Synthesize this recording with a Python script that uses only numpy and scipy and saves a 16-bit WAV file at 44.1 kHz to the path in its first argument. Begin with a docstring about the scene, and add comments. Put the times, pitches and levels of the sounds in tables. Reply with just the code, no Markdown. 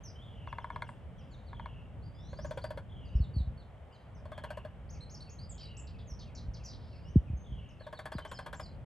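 """Woodpecker at a backyard insect house

Close to the microphone, a little left, a small woodpecker drums five quick bursts on a wooden insect
house on a post, ringing its frame, bored blocks and hollow chamber. A finch twitters nearby; farther
off, one bird repeats a falling buzz while others whistle and chirp in the trees. A low outdoor rumble
and a faint hiss lie under the quiet yard, and a few puffs of air bump the two-port stereo microphone."""
import sys
import numpy as np
from scipy import signal
from scipy.fft import rfft, irfft
from scipy.io import wavfile
from scipy.ndimage import map_coordinates

SR = 44100
rng = np.random.default_rng(int(sys.argv[2]) if len(sys.argv) > 2 else 0)


def dump(signal):
    """Clip the signal to [-1, 1] and save it as 16-bit WAV at the path in sys.argv[1]."""
    limited = np.clip(np.atleast_2d(signal).T, -1, 1)
    pcm = np.round(limited * 32767).astype(np.int16)
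    wavfile.write(sys.argv[1], SR, pcm)


N = 390285

# spectrum of the outdoor rumble: f/Hz, relative level/dB
RUMBLE_SPECTRUM = [(20, -37), (49, -4), (76, -2.5), (134, -7), (329, -25.5), (580, -20), (1490, -34.5),
                   (2400, -39), (3120, -80.5)]
# swells and lulls of the rumble's low end: t/s, gain/dB
RUMBLE_SWELLS = [(.2, 3), (3.5, 7.5), (3.699, -2), (4, -4), (4.2, 3.5), (7.6, 6), (7.95, -2), (8.85, 6)]
# hiss of leaves and distant birds: f/Hz, relative level/dB
HISS_SPECTRUM = [(1500, 1.5), (2400, -2), (3100, 2), (4100, -13), (6000, -18.5), (12000, -15.5),
                 (13500, -44)]
# the finch's arched notes: t/s, length/s, top f/Hz, end f/Hz, level/dB
FINCH_ARCHES = [(2.02, .07, 4740, 4450, -72.5), (2.613, 0.058, 4770, 4400, -61.5),
                (4.889, 0.073, 6600, 3780, -63), (5.005, 0.038, 4250, 4080, -58),
                (5.092, 0.073, 6660, 3860, -58), (5.204, 0.032, 4485, 4430, -55.5),
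                (5.289, 0.057, 6710, 6020, -62.5), (5.384, .06, 4710, 4930, -60),
                (5.765, 0.045, 7900, 6300, -57.5), (8.27, 0.077, 7750, 6150, -69.5),
                (8.539, 0.078, 7480, 5550, -65)]
# its falling slurs: t/s, length/s, start f/Hz, level/dB
FINCH_SLURS = [(0.034, 0.061, 6490, -57), (1.462, 0.042, 4570, -70.5), (3.15, 0.054, 5660, -74.5),
               (3.201, 0.056, 4470, -65.5), (3.334, 0.09, 4555, -62), (3.572, 0.065, 4450, -71),
               (4.147, 0.042, 6400, -75), (5.492, 0.038, 8760, -55), (5.616, 0.054, 4870, -57.5),
               (6.07, 0.06, 6960, -60), (6.645, 0.054, 6180, -55), (7.688, 0.028, 6650, -74),
               (7.796, 0.067, 4360, -67.5), (7.946, 0.042, 4460, -62), (8.129, 0.055, 4940, -63),
               (8.338, 0.048, 5420, -58), (8.598, .075, 5270, -59.5)]
# its raspy two-voiced notes: t/s, length/s, start f/Hz, end f/Hz, level/dB
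FINCH_RASPS = [(0.877, 0.035, 9240, 8800, -71.5), (5.579, 0.044, 4620, 4560, -58),
               (5.87, 0.024, 5000, 3820, -62.5), (5.986, 0.023, 4320, 3380, -62.5),
               (6.188, 0.049, 5650, 3210, -60), (6.349, .045, 6290, 3740, -58),
               (6.535, 0.04, 6060, 3820, -59.5), (6.632, 0.13, 6110, 3750, -61),
               (6.796, 0.21, 4290, 4670, -72.5)]
# distant whistles, rising or nearly level: t/s, length/s, start f/Hz, end f/Hz, level/dB
FAR_WHISTLES = [(0.145, 0.11, 2890, 3690, -65), (2.126, 0.22, 4650, 6680, -75.5),
                (2.14, 0.23, 3294, 4610, -70), (2.36, 0.12, 4430, 7050, -65),
                (3.908, 0.052, 2650, 3350, -73), (7.013, 0.11, 4500, 6580, -74.5),
                (7.049, 0.047, 2785, 3170, -68.5), (7.363, 0.095, 6360, 6270, -74),
                (8.184, 0.24, 3040, 3197, -66)]
# onsets of the far bird's buzz: t/s
BUZZ_STARTS = [0.212, 1.518, 2.87, 4.302, 5.498, 7.43]
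# blows of the beak, in five bursts: t/s, level/dB
BEAK_BLOWS = [(0.474, -35.5), (0.528, -31), (0.585, -29.5), (0.644, -29), (0.703, -30), (0.761, -29),
              (0.822, -28), (0.891, -36), (1.531, -38), (1.597, -34.5), (1.659, -33), (2.331, -45),
              (2.389, -43), (2.447, -39.5), (2.51, -37.5), (2.575, -36), (2.642, -36), (2.706, -38),
              (2.775, -38.5), (4.255, -44.5), (4.319, -40), (4.379, -38.5), (4.439, -36), (4.505, -36),
              (4.573, -38.5), (4.65, -42.5), (7.808, -48.5), (7.867, -42), (7.928, -38.5), (7.991, -36.5),
              (8.057, -34.5), (8.12, -34.5), (8.184, -35), (8.251, -36), (8.316, -34.5), (8.39, -35),
              (8.463, -35.5), (8.53, -35.5), (8.598, -34.5)]
# how strongly the pecked spot knocks the hollow chamber: t/s, relative level/dB
CHAMBER_DRIVE = [(1.7, -18.5), (2.3, 5.5), (2.6, 4), (4.3, 1), (4.42, -4), (4.65, 5), (7.86, 3.5),
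                 (7.99, -6.5)]
# modes of the wooden house: f/Hz, t60/s, level pecked on the frame/dB, level pecked on the blocks/dB
HOUSE_MODES = [(775, 0.0057, 4.5, 4.5), (957, 0.022, 3.5, 0), (1072, 0.018, 1.5, 1), (1300, 0.006, -1, 0),
               (1478, 0.017, -5.5, -2.5), (1673, 0.017, -5.5, -1.5), (2103, 0.028, -11, -15.5),
               (2335, 0.012, -11, -16.5), (3397, 0.012, -15.5, -9), (3910, 0.012, -24.5, -27),
               (4387, 0.013, -23.5, -15)]
# modes of its hollow chamber: f/Hz, relative level/dB, t60/s
CHAMBER_MODES = [(548, -3, 0.055), (614, 1, 0.063)]
# tick of beak on wood: f/Hz, relative level/dB
TICK_SPECTRUM = [(1500, 14), (3500, 3.5), (6000, -7), (9000, 1), (11500, 5.5), (13000, -100)]
# chirp runs in the trees: t/s, count, spacing/s, start f/Hz, level/dB, upper voice relative level/dB
CHIRP_RUNS = [(.478, 4, .119, 3500, -68, -15), (1.18, 1, 0, 3400, -70, -7), (1.308, 1, 0, 4650, -68, -12),
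              (3.05, 2, .872, 4950, -73, -14), (4.935, 9, .332, 2800, -72, -25)]
# puffs of air on the microphone: t/s, level/dB, start f/Hz
AIR_PUFFS = [(3.152, -17.5, 81), (3.201, -19, 118), (3.364, -21.5, 166), (3.403, -22.5, 110),
             (3.472, -26.5, 120), (6.118, -32.5, 91), (6.483, -29, 75), (7.157, -11, 340),
             (7.299, -28, 198), (7.332, -25, 129), (7.519, -28.5, 103), (8.15, -31.5, 356)]
# phase between the microphone ports: f/Hz, lead of the left port/rad
PORT_LEAD = [(200, 0), (500, .3), (3300, .55), (6500, .5), (8300, 0), (9600, -3), (11600, -6.2)]
# the ports' dip in the treble: f/Hz, gain/dB
PORT_RESPONSE = [(9500, 0), (10500, -6.5), (11500, -6)]

NOTE_EDGE = .24  # share of a bird's note spent fading in and out


def gain_of(db):
    """Decibels to gain."""
    return 10 ** (np.asarray(db) / 20)


def unit_rms(x):
    """Scales to rms 1."""
    return x / np.sqrt(np.mean(x ** 2) + 1e-20)


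def curve_at(points, hz):
    """Reads a curve on a log-frequency axis."""
    f, value = np.transpose(points)
    return np.interp(np.log(hz + 1), np.log(f + 1), value)


def add(mix, s, sound):
    """Mixes a sound in at time s."""
    part = mix[max(round(s * SR), 0):][:len(sound)]
    part += sound[:len(part)]


def progress(length):
    """Runs from 0 to 1 over length seconds."""
    return np.linspace(0, 1, int(length * SR))


def coloured(spectrum, size):
    """Noise of rms 1 with the given spectrum."""
    gain = gain_of(curve_at(spectrum, np.fft.rfftfreq(size, 1 / SR)))
    return unit_rms(irfft(rfft(rng.standard_normal(size)) * gain, size))


def waver(size, hz):
    """A smooth curve through hz random points a second."""
    at = np.arange(size) * hz / SR
    return map_coordinates(rng.standard_normal(int(at[-1]) + 2), [at], order=3, mode="nearest")


def rumble(base_db=-52, split_hz=330):
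    """Outdoor rumble all around: the low end swells and lulls, the rest wavers slightly."""
    air = np.array([coloured(RUMBLE_SPECTRUM, N) for _ in range(3)])  # shared, left, right
    low = signal.sosfiltfilt(signal.butter(2, split_hz, fs=SR, output="sos"), air)
    swell_db = np.interp(np.arange(N) / SR, *np.transpose(RUMBLE_SWELLS)) + waver(N, 9.7)
    air = low * gain_of(swell_db) + (air - low) * gain_of(waver(N, 1.454))
    return gain_of(base_db) * (air[0] + .47 * air[1:])


def leaf_hiss(base_db=-73):
    """Leaves and distant birds blur into a faint, wide hiss."""
    hiss = np.array([coloured(HISS_SPECTRUM, N) for _ in range(3)])  # shared, left, right
    hiss *= gain_of(base_db + waver(N, .73))
    return hiss[0] + hiss[1:]


def note(hz, db, edge=NOTE_EDGE, overtone_db=-31, flutter_db=4, drift=.011):
    """A bird's fluttering tone along a pitch curve, with a weak octave and soft ends."""
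    phase = 2 * np.pi * np.cumsum(hz * (1 + drift * waver(len(hz), 800))) / SR
    envelope = signal.windows.tukey(len(hz), edge) * gain_of(flutter_db * waver(len(hz), 118.4))
    tone = np.sin(phase) + gain_of(overtone_db) * np.sin(2 * phase)
    return gain_of(db) * unit_rms(envelope * tone)


def finch(arch_start_hz=3750, top_at=.38, straight_hz=6400, slur_drop=.26, quavers_hz=(103, 148)):
    """A finch nearby: quick arches, falling slurs, and rasps from two voices quavering very fast."""
    out = np.zeros(N)
    for s, length, top_hz, end_hz, db in FINCH_ARCHES:
        u = progress(length)
        rising = top_hz - (top_hz - arch_start_hz) * (1 - u / top_at) ** 2
        falling = top_hz - (top_hz - end_hz) * ((u - top_at) / (1 - top_at)) ** 2
        add(out, s, note(np.where(u < top_at, rising, falling), db, overtone_db=-20))
    for s, length, start_hz, db in FINCH_SLURS:
        # slurs from below straight_hz hold before they drop; higher ones drop at once
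        fall = progress(length) ** ((straight_hz / start_hz) ** 1.9)
        add(out, s, note(start_hz * (1 - slur_drop * fall), db, overtone_db=-21.5))
    for s, length, start_hz, end_hz, db in FINCH_RASPS:
        u = progress(length)
        centre_hz = start_hz + (end_hz - start_hz) * u
        swing_hz = 950 * np.exp(-1.1 * u)
        for rate_hz in quavers_hz:
            hz = centre_hz + swing_hz * np.cos(2 * np.pi * rate_hz * length * u)
            add(out, s, note(hz, db, edge=NOTE_EDGE / 2, drift=.087) / np.sqrt(2))
    return out


def far_whistles():
    """Birds farther off whistle glides whose pitch bends unevenly on the way."""
    out = np.zeros(N)
    for s, length, start_hz, end_hz, db in FAR_WHISTLES:
        u = progress(length)
        bend = 1 + .018 * waver(len(u), 45)
        add(out, s, note(start_hz * (end_hz / start_hz) ** u * bend, db, drift=.012))
    return out


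def far_buzz(length=.33, buzz_hz=45, base_db=-69):
    """A far bird's call: a sinking chain of tiny upward sweeps, each a swell of its own."""
    out, t = np.zeros(N), np.arange(int(length * SR)) / SR
    centre_hz = np.interp(t, [0, .19, length], [3520, 2820, 2760])
    for s in BUZZ_STARTS:
        cycle = 2 * np.pi * buzz_hz * t + .8 * waver(len(t), 15)
        sweep_hz = 330 * signal.sawtooth(cycle)
        swell = 1 - .7 * np.cos(cycle)
        add(out, s, note(centre_hz + sweep_hz, base_db) * swell)
    return out


def ring(hz, t60, db, t, scatter_db):
    """Dying modes; every blow lands a little differently, so their levels and tuning scatter."""
    weight, detune = rng.standard_normal((2, len(hz)))
    sign, t = (-1) ** np.arange(len(hz)), t[:, None]
    decay = gain_of(db + scatter_db * weight - 60 * t / t60)
    return (sign * decay * np.sin(2 * np.pi * hz * (1 + .013 * detune) * t)).sum(1)


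def peck(db, chamber_db, tilt_db_per_octave, rattle=.082, rattle_s=.013, tick_s=.0068):
    """The frame gives one clean knock; the loose blocks over the hollow chamber chatter briefly."""
    t = np.arange(int(.09 * SR)) / SR
    loose = np.clip((chamber_db + 16.5) / 8, .08, 1)  # near 0 on the frame, 1 on the blocks
    contact = rattle * loose * rng.standard_normal(len(t)) * np.exp(-t / rattle_s)
    contact[0] = 1  # the blow itself
    hz, t60, frame_db, block_db = np.transpose(HOUSE_MODES)
    mode_db = frame_db + loose * (block_db - frame_db) + tilt_db_per_octave * np.log2(hz / hz[0])
    house = ring(hz, t60, mode_db, t, scatter_db=1.8)
    wood = signal.fftconvolve(contact, house)[:len(t)] * (1 - np.exp(-t / .0019))
    hz, mode_db, t60 = np.transpose(CHAMBER_MODES)
    chamber = ring(hz, t60, mode_db, t, scatter_db=7) * (1 - np.exp(-t / .00095))
    tick = coloured(TICK_SPECTRUM, len(t)) * np.exp(-t / (tick_s * (.71 + loose)))
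    tick_db = -50 + 27 * loose + .71 * (db + 46) + 2 * tilt_db_per_octave  # harder blows are brighter
    parts = (wood, -9), (chamber, chamber_db - 5), (tick, tick_db)
    attack = slice(int(.01 * SR))  # the parts are balanced over their first 10 ms
    return sum(gain_of(db + part_db) * part / part[attack].std() for part, part_db in parts)


def woodpecker(lead_s=.001216, bounce_s=.00645, bounce_gain=.3, accent_at_s=.822):
    """Close bursts of about fifteen pecks a second; each knock also bounces off the ground."""
    out = np.zeros(N)
    sharpest = np.argmin([abs(s - accent_at_s) for s, db in BEAK_BLOWS])  # one blow cracks brighter
    for k, (s, db) in enumerate(BEAK_BLOWS):
        chamber_db = np.interp(s, *np.transpose(CHAMBER_DRIVE))
        knock = peck(db, chamber_db, tilt_db_per_octave=4.5 * (k == sharpest))
        add(out, s - lead_s, knock)
        add(out, s - lead_s + bounce_s, bounce_gain * knock)
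    return out


def tree_chirps(length=.048, voice_gap_hz=2730):
    """Birds off in the trees drop runs of faint chirps, each with a second voice falling above it."""
    out = np.zeros(N)
    fall = 1 - .27 * progress(length) ** 1.3
    for start, count, spacing, hz, db, upper_db in CHIRP_RUNS:
        for k in range(round(count)):
            lower = note(hz * fall, db)
            upper = note((hz + voice_gap_hz) * fall, db + upper_db)
            add(out, start + k * spacing, lower + upper)
    return out


def microphone_puffs(length=.074, settle_hz=54):
    """Each push of air swings the microphone a few times, ever more slowly."""
    out, u = np.zeros(N), progress(length)
    envelope = np.tanh((u / .042) ** 2) * np.exp(-(u / .395) ** 2)
    for s, db, start_hz in AIR_PUFFS:
        hz = settle_hz + (start_hz - settle_hz) * np.exp(-9.12 * u)
        add(out, s, gain_of(db) * envelope * np.sin(2 * np.pi * np.cumsum(hz) / SR))
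    return out


def yard(x, wet_db, t60, dull_hz, echoes_per_s=2000):
    """The direct sound plus sparse, dull echoes from ground, trees and walls, in stereo."""
    t = np.arange(SR // 2) / SR
    taps = rng.standard_normal((3, len(t)))  # shared, left, right
    taps *= (rng.random(taps.shape) < echoes_per_s / SR) * (t > .004)
    taps = signal.lfilter(*signal.butter(1, dull_hz, fs=SR), taps * gain_of(-60 * t / t60))
    tail = taps[0] + .082 * taps[1:]  # the two ports lie close together and hear much the same
    echoes = signal.fftconvolve(x[None], tail / np.linalg.norm(tail[0]), axes=1)[:, :N]
    return x + gain_of(wet_db) * echoes


def scene():
    """From the microphone: the house close and slightly left, the finch nearby, other birds beyond."""
    pecks = yard(woodpecker(), wet_db=-20, t60=.2, dull_hz=3250) * gain_of([[.9], [-.9]])
    song = yard(finch(), wet_db=-5, t60=.23, dull_hz=6130)
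    far_birds = yard(far_buzz() + tree_chirps() + far_whistles(), wet_db=-3.5, t60=.5, dull_hz=4000)
    return pecks + song + far_birds + rumble() + leaf_hiss() + microphone_puffs()


def record(dry, band_limit_hz=13000):
    """Short end fades; the microphone's two ports dip the treble and differ in phase; a band limit."""
    hz = np.fft.rfftfreq(N, 1 / SR)
    faded = dry * signal.windows.tukey(N, .002)
    phase_shift = np.exp(.5j * np.outer([1, -1], curve_at(PORT_LEAD, hz)))
    ports = irfft(rfft(faded) * phase_shift * gain_of(curve_at(PORT_RESPONSE, hz)), N)
    lowpass = signal.firwin(401, band_limit_hz, window=("kaiser", 9), fs=SR)
    return signal.oaconvolve(ports, lowpass[None], "same")


dry = scene()
out = record(dry)
dump(out)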